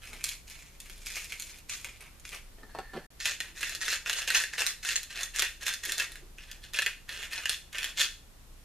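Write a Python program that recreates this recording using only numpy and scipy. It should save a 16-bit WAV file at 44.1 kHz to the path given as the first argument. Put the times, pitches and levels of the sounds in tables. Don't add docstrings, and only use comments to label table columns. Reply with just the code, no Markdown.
import sys
import numpy as np
from scipy import signal
from scipy.fft import rfft, irfft, next_fast_len
from scipy.io import wavfile
from scipy.ndimage import map_coordinates

SR = 44100
rng = np.random.default_rng(int(sys.argv[2]) if len(sys.argv) > 2 else 0)


def unload_audio(sound):
    columns = np.transpose(np.atleast_2d(sound))
    steps = np.round(np.clip(columns, -1, 1) * 32767)
    wavfile.write(sys.argv[1], SR, steps.astype(np.int16))


def voltage_ratio(level):
    return 10 ** (np.asarray(level, float) / 20)


N = 381024


def along(points, hz):
    f, v = np.transpose(points)
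    return np.interp(np.log(hz + 1), np.log(f + 1), v)


def wobble(knots_per_s):
    knots = rng.standard_normal(int(N * knots_per_s / SR) + 4)
    return map_coordinates(knots, [np.arange(N) * knots_per_s / SR])


def filtered(x, response):
    m = next_fast_len(x.shape[-1] + 1024)
    spectrum = rfft(x, m) * response(np.fft.rfftfreq(m, 1 / SR))
    return irfft(spectrum, m)[..., :x.shape[-1]]


def pair(noise, alike, colour):
    def weights(hz):
        turn = np.arccos(np.clip(along(alike, hz), -1, 1)) / 2
        return colour(hz) * np.array([np.cos(turn), np.sin(turn)])

    mid, side = filtered(noise, weights)
    return np.array([mid + side, mid - side])


def dying(t60):
    return voltage_ratio(-60 * np.arange(SR // 5) / SR / t60)


def blows(rows, shape):
    force = np.zeros((len(rows[0]) - 1, N))
    for s, db, *over in rows:
        force[:, round(s * SR)] = voltage_ratio(db + np.array([0, *over]))
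    return signal.oaconvolve(force, shape[None], axes=1)[:, :N]


def stroked(rows, follows=0):
    attack_db_per_s, release_db_per_s = 2500, 411
    arch_db = 4
    t = np.arange(0, N, 32) / SR
    s, length, db, colour, swell = np.transpose(rows)[..., None]
    along_stroke = np.clip((t - s) / length, 0, 1) - .5
    shape = swell * along_stroke - arch_db * (2 * along_stroke) ** 2
    shape -= attack_db_per_s * np.maximum(s - t, 0)
    shape -= release_db_per_s * np.maximum(t - s - length, 0)
    gain = np.linalg.norm(voltage_ratio(db + follows * colour + shape), axis=0)
    return np.interp(np.arange(N) / SR, t, gain)


def grit(rate, spread_db, clump_db, smooth):
    grain_sizes = voltage_ratio(spread_db * np.minimum(rng.exponential(1, N), 2.5))
    releases = (rng.random(N) < rate / SR) * grain_sizes
    releases = np.abs(signal.oaconvolve(releases, dying(t60=0.0043))[:N])
    size = np.hypot(releases / releases.std(), smooth) * voltage_ratio(clump_db * wobble(40))
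    return size / np.sqrt(np.mean(size ** 2))


def ringing(level, catches, grains, modes, roam_db):
    busy = np.flatnonzero(level > voltage_ratio(-120))
    span = slice(busy[0], min(busy[-1] + 4096, N))
    count = span.stop - span.start
    total = np.sqrt(sum(voltage_ratio(db) ** 2 * w for hz, w, db in modes))
    out = np.zeros(N)
    for hz, w, db in modes:
        knots = rng.standard_normal(N // 1000 + 2)
        roam = voltage_ratio(roam_db * np.interp(np.arange(count) / 1000, np.arange(len(knots)), knots))
        force = roam * np.hypot(level * grains, catches)[span] * rng.standard_normal(count)
        out[span] += voltage_ratio(db) * signal.lfilter(*signal.iirpeak(hz, hz / w, SR), force)
    small = signal.butter(2, 0.86 * modes[0][0], "high", fs=SR)
    return signal.lfilter(*small, out) * np.sqrt(SR / np.pi) / total


# (frequency [Hz], density [dB per Hz])
AIR_SPECTRUM = [(8.8, -52), (15, 0.5), (57, -7.5), (248, -20), (787, -26.5), (10000, -33), (13800, -33.5),
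                (15000, -48.5)]
# (frequency [Hz], likeness [0..1])
AIR_LIKENESS = [(30, 0.813), (130, 0.7), (300, 0.44), (700, 0.23), (5000, 0.062)]


def background():
    shaft_hz, shaft_db, second_db, air_db = 29.9, -55, -62.5, -54.5
    turns = 2 * np.pi * np.cumsum(shaft_hz * (1 + 0.011 * wobble(2.915))) / SR
    hum = voltage_ratio(shaft_db + 4.0 * wobble(2.98)) * np.sin(turns)
    second_level = voltage_ratio(second_db + 4.4 * np.tanh(wobble(7)))
    hum += second_level * np.sin(2 * turns + 0.62 * wobble(19))
    air = pair(rng.standard_normal((2, N)), AIR_LIKENESS, lambda hz: voltage_ratio(along(AIR_SPECTRUM, hz)))
    return hum + voltage_ratio(air_db) * air / air.std()


# (frequency [Hz], width [Hz], level [dB])
FIZZ_MODES = [(9130, 2900, 7), (10300, 900, -12), (11900, 3100, 0.5)]
# (frequency [Hz], width [Hz], level [dB])
HAND_MODES = [(406, 285, -3.5), (583, 190, -3.5), (1126, 600, -3.5)]


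def rasp(strokes, catches, body, slip_db, fizz_db):
    stroke_db, catch_db, grip_db = -4, -7.5, -17
    shares = (0, 1, .5, -.6)
    low, high, fizz, grip = (voltage_ratio(stroke_db) * stroked(strokes, share) for share in shares)
    catch_and_slip = dying(t60=0.01) + voltage_ratio(slip_db) * dying(t60=0.22)
    jolt, bright_jolt = voltage_ratio(catch_db) * np.abs(blows(catches, catch_and_slip))
    grains = grit(rate=400, spread_db=0.5, clump_db=1.5, smooth=0.75)
    sound = ringing(low, jolt, grains, body[0], roam_db=2)
    sound += ringing(high, voltage_ratio(0.5) * bright_jolt, grains, body[1], roam_db=2)
    sound += ringing(voltage_ratio(fizz_db) * fizz, voltage_ratio(fizz_db + 3.5) * bright_jolt, grains, FIZZ_MODES, roam_db=1)
    return sound + ringing(voltage_ratio(grip_db) * grip, voltage_ratio(-19.5) * jolt, grains, HAND_MODES, roam_db=0.5)


# (start [s], length [s], level [dB], brightness [dB], swell [dB])
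ROLLING_STROKES = [(-.06, 0.29, -46.5, -5, -9), (.235, 0.1, -45, 4, 3), (.475, 0.28, -55, 0, -12),
                   (.8, 0.56, -55, 2.5, 5), (1.06, 0.1, -49, 8.5, -13.5), (1.15, .11, -41.5, -0.5, -12.5),
                   (1.3, 0.29, -49.5, 1, -3.5), (1.69, 0.15, -45.5, 1.5, -15.5),
                   (1.85, 0.028, -40.5, -9, -8), (1.89, 0.09, -57.5, -0.5, 0),
                   (2.0, 0.18, -55.5, -11.5, -23), (2.245, 0.083, -55, 4.5, -5),
                   (2.32, 0.056, -40.5, -10, -1)]
# (time [s], peak [dB], brightness [dB])
PAPER_CRACKLES = [(0.055, -37, -12), (0.131, -28, -6), (0.2092, -28, -13), (0.2403, -20, 5),
                  (0.2896, -25, 3), (0.4791, -42, 2), (0.4988, -39.5, 6.5), (0.5545, -33.5, -10),
                  (0.5911, -36.5, -12), (0.8018, -37, 8.5), (0.858, -34, -11), (0.8975, -27.5, -5),
                  (0.9786, -49, 10), (1.067, -22.5, -9.5), (1.1023, -29.5, -2), (1.1667, -19, -12),
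                  (1.244, -38, 9), (1.3216, -20.5, -8.5), (1.3979, -35, 9.5), (1.4217, -34.5, 8),
                  (1.5862, -36, -3.5), (1.695, -27.5, 0), (1.8452, -21.5, -6), (1.8919, -34, -8),
                  (2.0083, -44, 5), (2.1976, -41, -0.5), (2.2518, -27.5, -2), (2.2912, -37, 3),
                  (2.347, -29, -3)]
# (frequency [Hz], width [Hz], level [dB])
PAPER_MODES = [
    [(1716, 870, -6.5), (2330, 480, 2), (2550, 170, -6), (2850, 430, -14)],
    [(3450, 300, 1), (4150, 320, 0.5), (5160, 1000, -2), (6740, 940, 1)],
]


def rolling():
    return rasp(ROLLING_STROKES, PAPER_CRACKLES, PAPER_MODES, slip_db=-20.5, fizz_db=-3)


# (delay [s], level [dB])
STRONGEST_ECHO = (.0053, -5)
# (delay [s], level [dB])
WALL_ECHOES = [(.0027, -21.5), (.0061, -9), (.015, -12), (.026, -16.5)]
# (frequency [Hz], likeness [0..1])
ROOM_LIKENESS = [(300, 0.92), (1500, .95), (3000, 0.85), (6000, 0.072), (14000, 0.029)]


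def close_paths(lag):
    smear = np.exp(-np.arange(24) / 5)
    paths = np.zeros((2, 2048))
    for s, db in [STRONGEST_ECHO, *WALL_ECHOES]:
        echo = rng.standard_normal((2, 24)) * smear
        start = round(s * SR + rng.normal(0, 6))
        paths[:, start:start + 24] += voltage_ratio(db) * echo / np.linalg.norm(echo[0])
    paths = pair(paths, ROOM_LIKENESS, np.ones_like)
    ports = np.array([[-.5], [.5]]) * lag * rng.standard_normal()
    port_gain = voltage_ratio(np.array([[-.4], [.4]]))
    paths[:, :17] += np.sinc(np.arange(17) - 8 - ports) * np.hanning(17) * port_gain
    return paths


# (frequency [Hz], t60 [s])
ROOM_T60 = [(200, 0.11), (2000, 0.34), (6000, 0.37), (14000, 0.38)]


def room(x, tail_db, lag):
    hz, t, z = signal.stft(rng.standard_normal((2, SR // 2)), SR, nperseg=256)
    decay = voltage_ratio(-60 * t / along(ROOM_T60, hz)[:, None])
    tail = signal.istft(z * decay, SR, nperseg=256)[1]
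    onset = np.clip(np.arange(tail.shape[1]) / (SR * 0.0063), 0, 1)
    tail = pair(tail, ROOM_LIKENESS, np.ones_like) * onset
    tail *= voltage_ratio(tail_db) / np.linalg.norm(tail[0])
    out = signal.oaconvolve(x[None], tail, axes=1)[:, :N + 8192]
    hop = 2048
    for start in range(0, N, hop):
        piece = x[start:start + 2 * hop]
        piece = piece * np.hanning(2 * hop + 1)[:len(piece)]
        answer = signal.fftconvolve(piece[None], close_paths(lag), axes=1)
        out[:, start:start + answer.shape[1]] += answer
    return out[:, :N]


def ducked(quiet, loud):
    threshold_db, excess_share, memory_s = -38, .2, 0.31
    keep = np.exp(-1 / (memory_s * SR))
    power = signal.lfilter([1 - keep], [1, -keep], loud[0] ** 2)
    return quiet * (1 + power / voltage_ratio(2 * threshold_db)) ** (-excess_share / 2)


# (start [s], length [s], table level [dB], tube ring over it [dB], swell [dB])
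MAT_SCUFFS = [
    (.085, 0.089, -54, -17, 0),
    (2.585, 0.1, -56.5, -10, 3),
    (2.68, .36, -68.5, 16.5, 1),
    (2.75, 0.023, -45, -3, -4),
    (2.787, 0.032, -45.5, -14, -5),
    (2.935, 0.085, -43.5, -16, -14),
]
# (time [s], peak [dB], tube ring over peak [dB])
TABLE_KNOCKS = [
    (2.584, -44, 8),
    (2.632, -33.5, -7),
    (2.749, -28.5, -8.5),
    (2.787, -21, -24),
    (2.934, -30, -7),
    (2.969, -34, -18),
]
# (frequency [Hz], width [Hz], level [dB])
TABLE_MODES = [(139, 32, 0), (234, 74, 1), (422, 180, -0.5), (800, 260, -3.5), (1320, 260, -7),
               (3250, 490, -18.5)]
# (frequency [Hz], width [Hz], level [dB])
TUBE_MODES = [(1766, 45, 8.5), (4350, 60, -7.5)]


def pickup():
    scuff = grit(rate=300, spread_db=-0.5, clump_db=0.8, smooth=1.0)
    knock_shape = dying(t60=0.02) + voltage_ratio(-24) * dying(t60=0.1)
    knock, tap = np.abs(blows(TABLE_KNOCKS, knock_shape))
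    table = ringing(voltage_ratio(-4) * stroked(MAT_SCUFFS), voltage_ratio(-9) * knock, scuff, TABLE_MODES, roam_db=3.0)
    tube = ringing(voltage_ratio(-3) * stroked(MAT_SCUFFS, 1), voltage_ratio(-6.0) * tap, scuff, TUBE_MODES, roam_db=0.0)
    return table + tube


# (start [s], length [s], level [dB], brightness [dB], swell [dB])
REAMING_STROKES = [(3.2, 0.033, -40, 4, 2), (3.25, 0.075, -32, 1, -5), (3.4, 0.095, -47, -4, 0),
                   (3.55, 0.081, -46, 0.5, 0), (3.61, 0.19, -41, -1, -17.5), (3.81, 0.14, -31, 1, 1.5),
                   (4.055, 0.072, -37.5, 0, 4), (4.16, 0.082, -32, -2, -12.5), (4.275, 0.098, -32, -2, -11),
                   (4.345, 0.12, -32, 0.5, -18.5), (4.53, 0.032, -40.5, -2, -12),
                   (4.58, .13, -31, -1, -10.5), (4.83, 0.094, -31.5, 1.5, 6.5),
                   (4.95, 0.037, -37.5, 3.5, 0), (5.1, 0.066, -41.5, -2, -5), (5.15, 0.09, -32.5, -3, 2),
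                   (5.34, .12, -31.5, -2.5, 3), (5.61, 0.04, -38, -3, -2.5), (5.66, 0.074, -33, 0.5, -3),
                   (5.83, 0.12, -37.5, 0, -3), (5.975, 0.055, -31.5, -3.5, 8.5), (6.08, 0.11, -55, -1, 0)]
# (time [s], peak [dB], brightness [dB])
BONE_CATCHES = [(3.2081, -27, -8), (3.256, -12, -5.5), (3.4035, -14, -4), (3.6294, -13, -8.5),
                (3.694, -30, 9), (3.7495, -22, 2.5), (3.8267, -30, -0.5), (3.881, -11, -8),
                (3.9272, -12, -14), (4.06, -15.5, -14), (4.096, -11.5, -3), (4.13, -13.5, -5),
                (4.3025, -12, -3), (4.348, -9, -3.5), (4.4371, -15.5, -6.5), (4.5351, -20.5, -9),
                (4.581, -11.5, -15), (4.6172, -24, -6), (4.6649, -21, 10), (4.8494, -17.5, -3),
                (4.8891, -15, -2), (4.9577, -16, -0.5), (5.031, -34, 8), (5.158, -20, -14),
                (5.2322, -23, 7), (5.3608, -23, 3), (5.3943, -11.5, -2), (5.4212, -10.5, -3.5),
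                (5.665, -12.5, -5.5), (5.7383, -23.5, 4)]
# (time [s], peak [dB], brightness [dB])
BINDING_SNAGS = [(5.8518, -25, 5.5), (5.895, -24, 4), (5.9205, -19.5, 4.5), (5.9803, -26.5, 9),
                 (5.9987, -13.5, -3.5), (6.119, -34.5, 6.5), (6.1557, -30, -2.5), (6.3834, -26, -13),
                 (6.5139, -29.5, 4.5), (6.7346, -27, 3.5), (6.7437, -17, -8), (6.7636, -32, 6),
                 (6.7876, -9.5, -2), (6.8203, -19, 1.5), (6.862, -8.5, -7), (7.0913, -23.5, -4.5),
                 (7.3323, -25, 1), (7.4024, -28, -14), (7.435, -24.5, -9), (7.456, -14.5, -4.5),
                 (7.4942, -14.5, 5.5), (7.7293, -32.5, 3.5), (7.7462, -20.5, -15), (7.7835, -15, -3.5),
                 (7.8299, -19.5, -3), (7.8426, -18.5, 0.5), (7.9788, -21, -12), (8.0081, -19, 4)]
# (frequency [Hz], width [Hz], level [dB])
BONE_MODES = [
    [(1497, 254, -8), (1681, 207, 0.5), (1860, 110, 3), (2147, 88, -5.5), (2565, 133, -7.5),
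     (2647, 300, -1), (3024, 610, -10.5)],
    [(3507, 140, 4), (4134, 380, 0.5), (5270, 930, -5), (6400, 450, -7.5), (6780, 1040, -4.5)],
]


def reaming():
    catches = BONE_CATCHES + BINDING_SNAGS[:7]
    return rasp(REAMING_STROKES, catches, BONE_MODES, slip_db=-20.0, fizz_db=-8)


# (start [s], length [s], level [dB], brightness [dB], swell [dB])
HANDLE_SQUEEZES = [
    (3.47, 0.36, -64, 0, -2.5),
    (5.86, 0.065, -58.5, 0, 9),
    (6.05, 0.31, -63, 0, -14),
]
# (frequency [Hz], width [Hz], level [dB])
HANDLE_MODES = [(300, 40, -24), (350, 58, 0)]


def creak():
    slips = grit(rate=260, spread_db=5, clump_db=-2.5, smooth=0.72)
    return ringing(stroked(HANDLE_SQUEEZES), 0, slips, HANDLE_MODES, roam_db=3.5)


# (start [s], length [s], level [dB], brightness [dB], swell [dB])
JERKING_STROKES = [
    (6.38, 0.21, -52.5, -3, -10),
    (6.62, 0.049, -51, 1, 6),
    (6.734, 0.064, -38.5, 1, 0),
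    (7.085, .19, -38, -3, -1.5),
    (7.31, 0.11, -36.5, -2.5, -0.5),
    (7.45, 0.077, -44, 4.5, 23),
    (7.73, .17, -38.5, -2, -1),
    (7.96, 0.036, -39, 4, 18),
    (8.005, 0.056, -30.5, 4, -8.5),
]
# (frequency [Hz], width [Hz], level [dB])
DEEP_BONE_MODES = [
    [(1536, 170, -3), (1774, 144, 3), (2070, 120, -4.5), (2540, 167, 1), (2850, 196, -1)],
    [(3410, 260, 6), (4190, 420, -2), (5380, 800, -5), (6780, 980, -4.5)],
]


def jerking():
    return rasp(JERKING_STROKES, BINDING_SNAGS[7:], DEEP_BONE_MODES, slip_db=-20.5, fizz_db=-9.0)


def scene():
    work = rolling() + pickup() + reaming() + creak() + jerking()
    heard = room(work, tail_db=-6.5, lag=0.74)
    return heard + ducked(background(), heard)


def low_pass(x):
    return signal.sosfilt(signal.butter(12, 15480, fs=SR, output="sos"), x)


# (start [s], end [s])
GAP = (3.0648, 3.1042)


def record(dry):
    top_hz, leak_db = 14250, -43.0
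    limited = filtered(dry, lambda hz: 1 / (1 + (hz / top_hz) ** 90) + voltage_ratio(leak_db))
    t = np.arange(N) / SR
    remnant = voltage_ratio(-22 - 3000 * np.clip(t - GAP[0], 0, 1))
    gate = np.where((t > GAP[0]) & (t < GAP[1]), remnant, 1)
    return low_pass(gate * limited)


dry = scene()
out = record(dry)
unload_audio(out)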